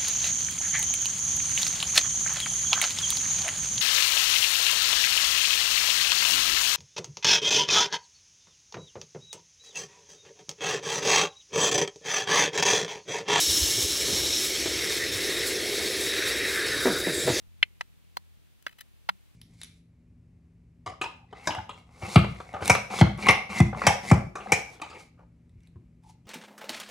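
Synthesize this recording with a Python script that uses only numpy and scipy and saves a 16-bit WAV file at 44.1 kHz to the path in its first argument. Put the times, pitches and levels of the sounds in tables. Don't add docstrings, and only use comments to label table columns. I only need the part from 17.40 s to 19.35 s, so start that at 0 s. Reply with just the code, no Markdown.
import sys
import numpy as np
from scipy import signal
from scipy.fft import rfft, irfft, next_fast_len
from scipy.io import wavfile
from scipy.ndimage import uniform_filter1d, minimum_filter1d, map_coordinates

SR = 44100
rng = np.random.default_rng(int(sys.argv[2]) if len(sys.argv) > 2 else 0)


def master(y):
    cut = np.clip(np.atleast_2d(y).T, -1, 1)
    pcm = np.round(cut * 32767)
    wavfile.write(sys.argv[1], SR, pcm.astype(np.int16))


N = 85995

# freq_hz, level_db
HISS_EQ = [(20, 12), (55, 23), (100, 22.5), (170, 18.5), (280, 12.5), (600, 4), (1400, 1), (2600, 3),
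           (3800, 1), (5200, -4), (14000, -6), (15600, -6), (16100, -35)]
# freq_hz, correlation
HISS_CORRELATION = [(60, -0.92), (160, -0.93), (300, -0.61), (640, -.3), (1400, -0.13), (3100, 0.1),
                    (7000, 0)]
# time_s, firing_rate_hz, level_db
DRONE_PATH = [(0, 42.2, -57), (.2, 42, -56.5), (.35, 41.3, -59.5), (.8, 40.44, -59), (1.05, 39.53, -61.5),
              (1.4, 38, -64.5), (1.6, 37.7, -58.5), (1.95, 38, -62.5)]
# rate_multiple, level_db
DRONE_HARMONICS = [(1, -9), (2, 0.5), (3, -12.5), (4, -10), (5, -19.5)]
# centre_s, width_s, level_db
AIR_PUFFS = [(.02, .01, -67), (.078, .011, -62), (.222, 0.011, -60), (0.986, 0.017, -68.5)]
# freq_hz, level_db
PUFF_EQ = [(20, -6), (70, -0.5), (110, -3.5), (250, -24), (1000, -59.5)]
# pitch_hz, level_db, t60_s
WOOD_MODES = [(600, -10.5, .02), (790, -2, .015), (990, 3, .016), (1368, -3.5, .015), (1607, -8, .013),
              (1870, -4.5, 0.017), (2063, 2.5, 0.016), (2250, -9, .015), (2677, -0.5, 0.015),
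              (3110, 2, 0.014), (3422, -11, .012), (3840, -7.5, .013), (4183, -2.5, 0.028),
              (4720, -10.5, .016)]
# start_s, hold_s, wood_db, rasp_db
GRAZES = [(1.2252, .001, -62, -52), (1.281, .0015, -45, -50), (1.2915, 0.0058, -52.5, -61.5),
          (1.309, 0.008, -63, -67), (1.3248, .007, -58, -63.5), (1.3847, .005, -49, -54),
          (1.391, .004, -52, -57), (1.4045, .004, -49, -56), (1.4083, .003, -45, -38.5),
          (1.413, .006, -53.5, -56.5)]
# freq_hz, level_db
RASP_EQ = [(500, -25), (3000, 0.5), (6000, -4.5), (9000, -3.5), (13000, 1), (16000, -4)]
# freq_hz, level_db
CRACK_EQ = [(60, -20), (300, -9.5), (700, -1.5), (3000, -1.5), (5000, -6), (7000, -9.5), (10000, -13),
            (16000, -18.5)]
CLACK_BAND_EDGES = [250, 650, 1200, 1900, 3500, 5500, 9000, 16000]
# start_s, pitch_factor, ring_factor, rebound_ms, rebound_db, hum_db, then band_db for each band
HITS = [(0.2284, 1.0, .85, 1.92, -13, -64, -45, -33.5, -29, -14.5, -28.5, -48, -51),
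        (0.4096, .96, 1.02, 1.08, -2.5, -68, -45.5, -34, -36, -33.5, -44, -49, -57.5),
        (0.7697, 1.02, .92, .48, -1.5, -65.5, -44.5, -31.5, -44, -40.5, -40, -49, -47.5),
        (1.2658, 1.07, 1.06, 3.6, -15, -62, -42, -40.5, -33, -36, -45, -51.5, -55),
        (1.6902, 1.0, .88, 3.7, -2, -43.5, -38, -23, -28.5, -29, -35, -48.5, -49)]
# freq_hz, level_db
ECHO_EQ = [(200, -10.5), (900, -4), (2200, 1), (4000, -4), (12000, -12)]
# freq_hz, left_lead_rad
PORT_LEAD = [(100, -3.0), (450, -2.5), (1100, -2.5), (1550, -0.72), (2000, -1.19), (2800, -1.62),
             (3400, -0.23), (4200, 1.5), (8000, 20.5), (16000, 52)]
# freq_hz, left_minus_right_db
PORT_PAN = [(200, 1.5), (800, -1), (1400, -3.5), (2100, 1.5), (3000, 4), (5000, 5), (8000, 2.5),
            (12000, 15)]

HISS_DB = -63.5
DRONE_WAVER_DB, DRONE_JITTER_RAD = 2, .085
SCRAPE_RISE_S, SCRAPE_T60_S, GRAIN_SCATTER_DB = .0004, .009, 3.5
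GRAZE_LOW_HZ, GRAZE_TOP_HZ = 1230, 3320
GRAZE_RING, GRAZE_PITCH = 1.46, .96
ATTACK_S, MODE_SCATTER_DB = .00012, 1.54
SNAP_DB, SNAP_T60_S, CRACK_DB, CRACK_T60_S = -3.5, .0019, 3, .023
BLOW_CUT_HZ, REBOUND_CUT_HZ = 330, 1300
HUM_HZ, HUM_T60_S = 186, .25
GROUND_DB, GROUND_T60_S, FAR_DB, FAR_T60_S = -36.5, .08, -54, .7
LIMIT, LIMIT_RELEASE_S, TOP_HZ = .85, .063, 16000


def amp(db):
    return 10 ** (np.asarray(db) / 20)


def unit(x):
    return x / np.sqrt(np.mean(x ** 2) + 1e-20)


def fade(t, t60):
    return np.exp(-np.log(1000) * t / t60)


def along(points, hz):
    freqs, values = np.transpose(points)
    return np.interp(np.log(hz + 1), np.log(freqs + 1), values)


def filtered(x, response):
    n = x.shape[-1]
    padded = next_fast_len(n + SR // 10)
    return irfft(rfft(x, padded) * response(np.fft.rfftfreq(padded, 1 / SR)), padded)[..., :n]


def high_pass(x, hz):
    return signal.sosfilt(signal.butter(2, hz, 'highpass', fs=SR, output='sos'), x)


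def low_pass(x, hz):
    return signal.sosfilt(signal.butter(2, hz, fs=SR, output='sos'), x)


def noise(eq, shape):
    return unit(filtered(rng.standard_normal(shape), lambda hz: amp(along(eq, hz))))


def wobble(rate_hz):
    return map_coordinates(rng.standard_normal(N // 20), [np.arange(N) * rate_hz / SR])


def add(track, start_s, x):
    part = track[max(round(start_s * SR), 0):][:len(x)]
    part += x[:len(part)]


def hiss():
    def mid_side_gains(hz):
        angle = np.arccos(np.clip(along(HISS_CORRELATION, hz), -1, 1)) / 2
        return np.array([np.cos(angle), np.sin(angle)])
    mid, side = filtered(noise(HISS_EQ, (2, N)), mid_side_gains)
    return amp(HISS_DB) * unit(np.array([mid + side, mid - side]))


def drone():
    time_s, rate_hz, level_db = np.transpose(DRONE_PATH)
    t = np.arange(N) / SR
    phase = 2 * np.pi * np.cumsum(np.interp(t, time_s, rate_hz)) / SR + DRONE_JITTER_RAD * wobble(9.5)
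    tone = sum(amp(db + DRONE_WAVER_DB * wobble(7.4)) * np.cos(multiple * phase)
               for multiple, db in DRONE_HARMONICS)
    return np.sqrt(2) * amp(np.interp(t, time_s, level_db)) * tone


def puffs():
    t = np.arange(N) / SR
    swells = sum(amp(db) * np.exp(-.5 * ((t - centre_s) / width_s) ** 2)
                 for centre_s, width_s, db in AIR_PUFFS)
    return noise(PUFF_EQ, N) * swells


def field_echo(x):
    t = np.arange(SR // 2) / SR
    tail = sum(amp(db) * unit(noise(ECHO_EQ, (2, len(t))) * fade(t, t60))
               for db, t60 in ((GROUND_DB, GROUND_T60_S), (FAR_DB, FAR_T60_S)))
    return signal.fftconvolve(x[None], tail / np.sqrt(len(t)), axes=1)[:, :N]


def wood_ring(t, pitch_factor, ring_factor):
    out = np.zeros(len(t))
    for hz, db, t60 in WOOD_MODES:
        envelope = amp(db + rng.normal(0, MODE_SCATTER_DB)) * fade(t, t60 * ring_factor)
        out += envelope * np.sin(2 * np.pi * hz * pitch_factor * t)
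    return out


def scrapes():
    n = SR // 10
    out, t = np.zeros(N), np.arange(n) / SR
    for start_s, hold_s, wood_db, rasp_db in GRAZES:
        stroke = (1 - np.exp(-t / SCRAPE_RISE_S)) * fade(np.maximum(t - hold_s, 0), SCRAPE_T60_S)
        rasp = stroke * unit(noise(RASP_EQ, n) * amp(GRAIN_SCATTER_DB * rng.standard_normal(n)))
        friction = stroke * rng.standard_normal(n)
        wood = signal.fftconvolve(friction, wood_ring(t, GRAZE_PITCH, GRAZE_RING))[:n]
        wood = low_pass(high_pass(wood, GRAZE_LOW_HZ), GRAZE_TOP_HZ)
        add(out, start_s, amp(rasp_db) * rasp + amp(wood_db) * unit(wood) * np.std(stroke))
    return out


def contact(t, pitch_factor, ring_factor):
    snap = amp(SNAP_DB) * fade(t, SNAP_T60_S) * noise(RASP_EQ, len(t))
    crack = amp(CRACK_DB) * fade(t, CRACK_T60_S * ring_factor) * noise(CRACK_EQ, len(t))
    return (snap + crack + wood_ring(t, pitch_factor, ring_factor)) * (1 - np.exp(-t / ATTACK_S))


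def voiced(x, band_db):
    n, edges = len(x), np.array(CLACK_BAND_EDGES)
    hz = np.fft.rfftfreq(2 * n, 1 / SR)
    centres = np.sqrt(edges[1:] * edges[:-1])
    bands = [(hz > low) & (hz < high) for low, high in zip(edges, edges[1:])]
    spectrum = rfft(x, 2 * n)
    for _ in range(4):
        energy = np.array([np.sum(abs(spectrum[band]) ** 2) / n for band in bands])
        boost_db = np.array(band_db) - 10 * np.log10(energy / (SR / 100))
        cepstrum = irfft(np.log(amp(along(np.c_[centres, boost_db], hz))))
        minimum_phase = np.r_[cepstrum[0], 2 * cepstrum[1:n]]
        spectrum *= np.exp(rfft(minimum_phase, 2 * n))
    return irfft(spectrum)[:n]


def clacks():
    out, t = np.zeros(N), np.arange(SR // 5) / SR
    for start_s, pitch_factor, ring_factor, rebound_ms, rebound_db, hum_db, *band_db in HITS:
        blow = high_pass(contact(t, pitch_factor, ring_factor), BLOW_CUT_HZ)
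        rebound = high_pass(contact(t, pitch_factor, ring_factor), REBOUND_CUT_HZ)
        add(blow, rebound_ms / 1000, amp(rebound_db) * rebound)
        hum = amp(hum_db) * fade(t, HUM_T60_S) * np.sin(2 * np.pi * HUM_HZ * t)
        add(out, start_s, voiced(blow, band_db) + hum)
    return out


def microphone_ports(x):
    sides = np.array([[.5], [-.5]])
    def response(hz):
        gain = amp(sides * along(PORT_PAN, hz))
        gain /= np.sqrt(np.mean(gain ** 2, axis=0))
        return gain * np.exp(1j * sides * along(PORT_LEAD, hz))
    return filtered(x, response)


def scene():
    sticks = clacks() + scrapes()
    return microphone_ports(sticks + drone()) + field_echo(sticks) + puffs() + hiss()


def record(dry):
    release = np.exp(np.arange(N) / SR / LIMIT_RELEASE_S)
    overshoot = np.maximum(abs(dry).max(axis=0) / LIMIT - 1, 0)
    duck = np.maximum.accumulate(overshoot * release) / release
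    gain = 1 / (1 + duck)
    gain = uniform_filter1d(minimum_filter1d(gain, size=32), size=32)
    return filtered(dry * gain, lambda hz: hz < TOP_HZ)


dry = scene()
out = record(dry)
master(out)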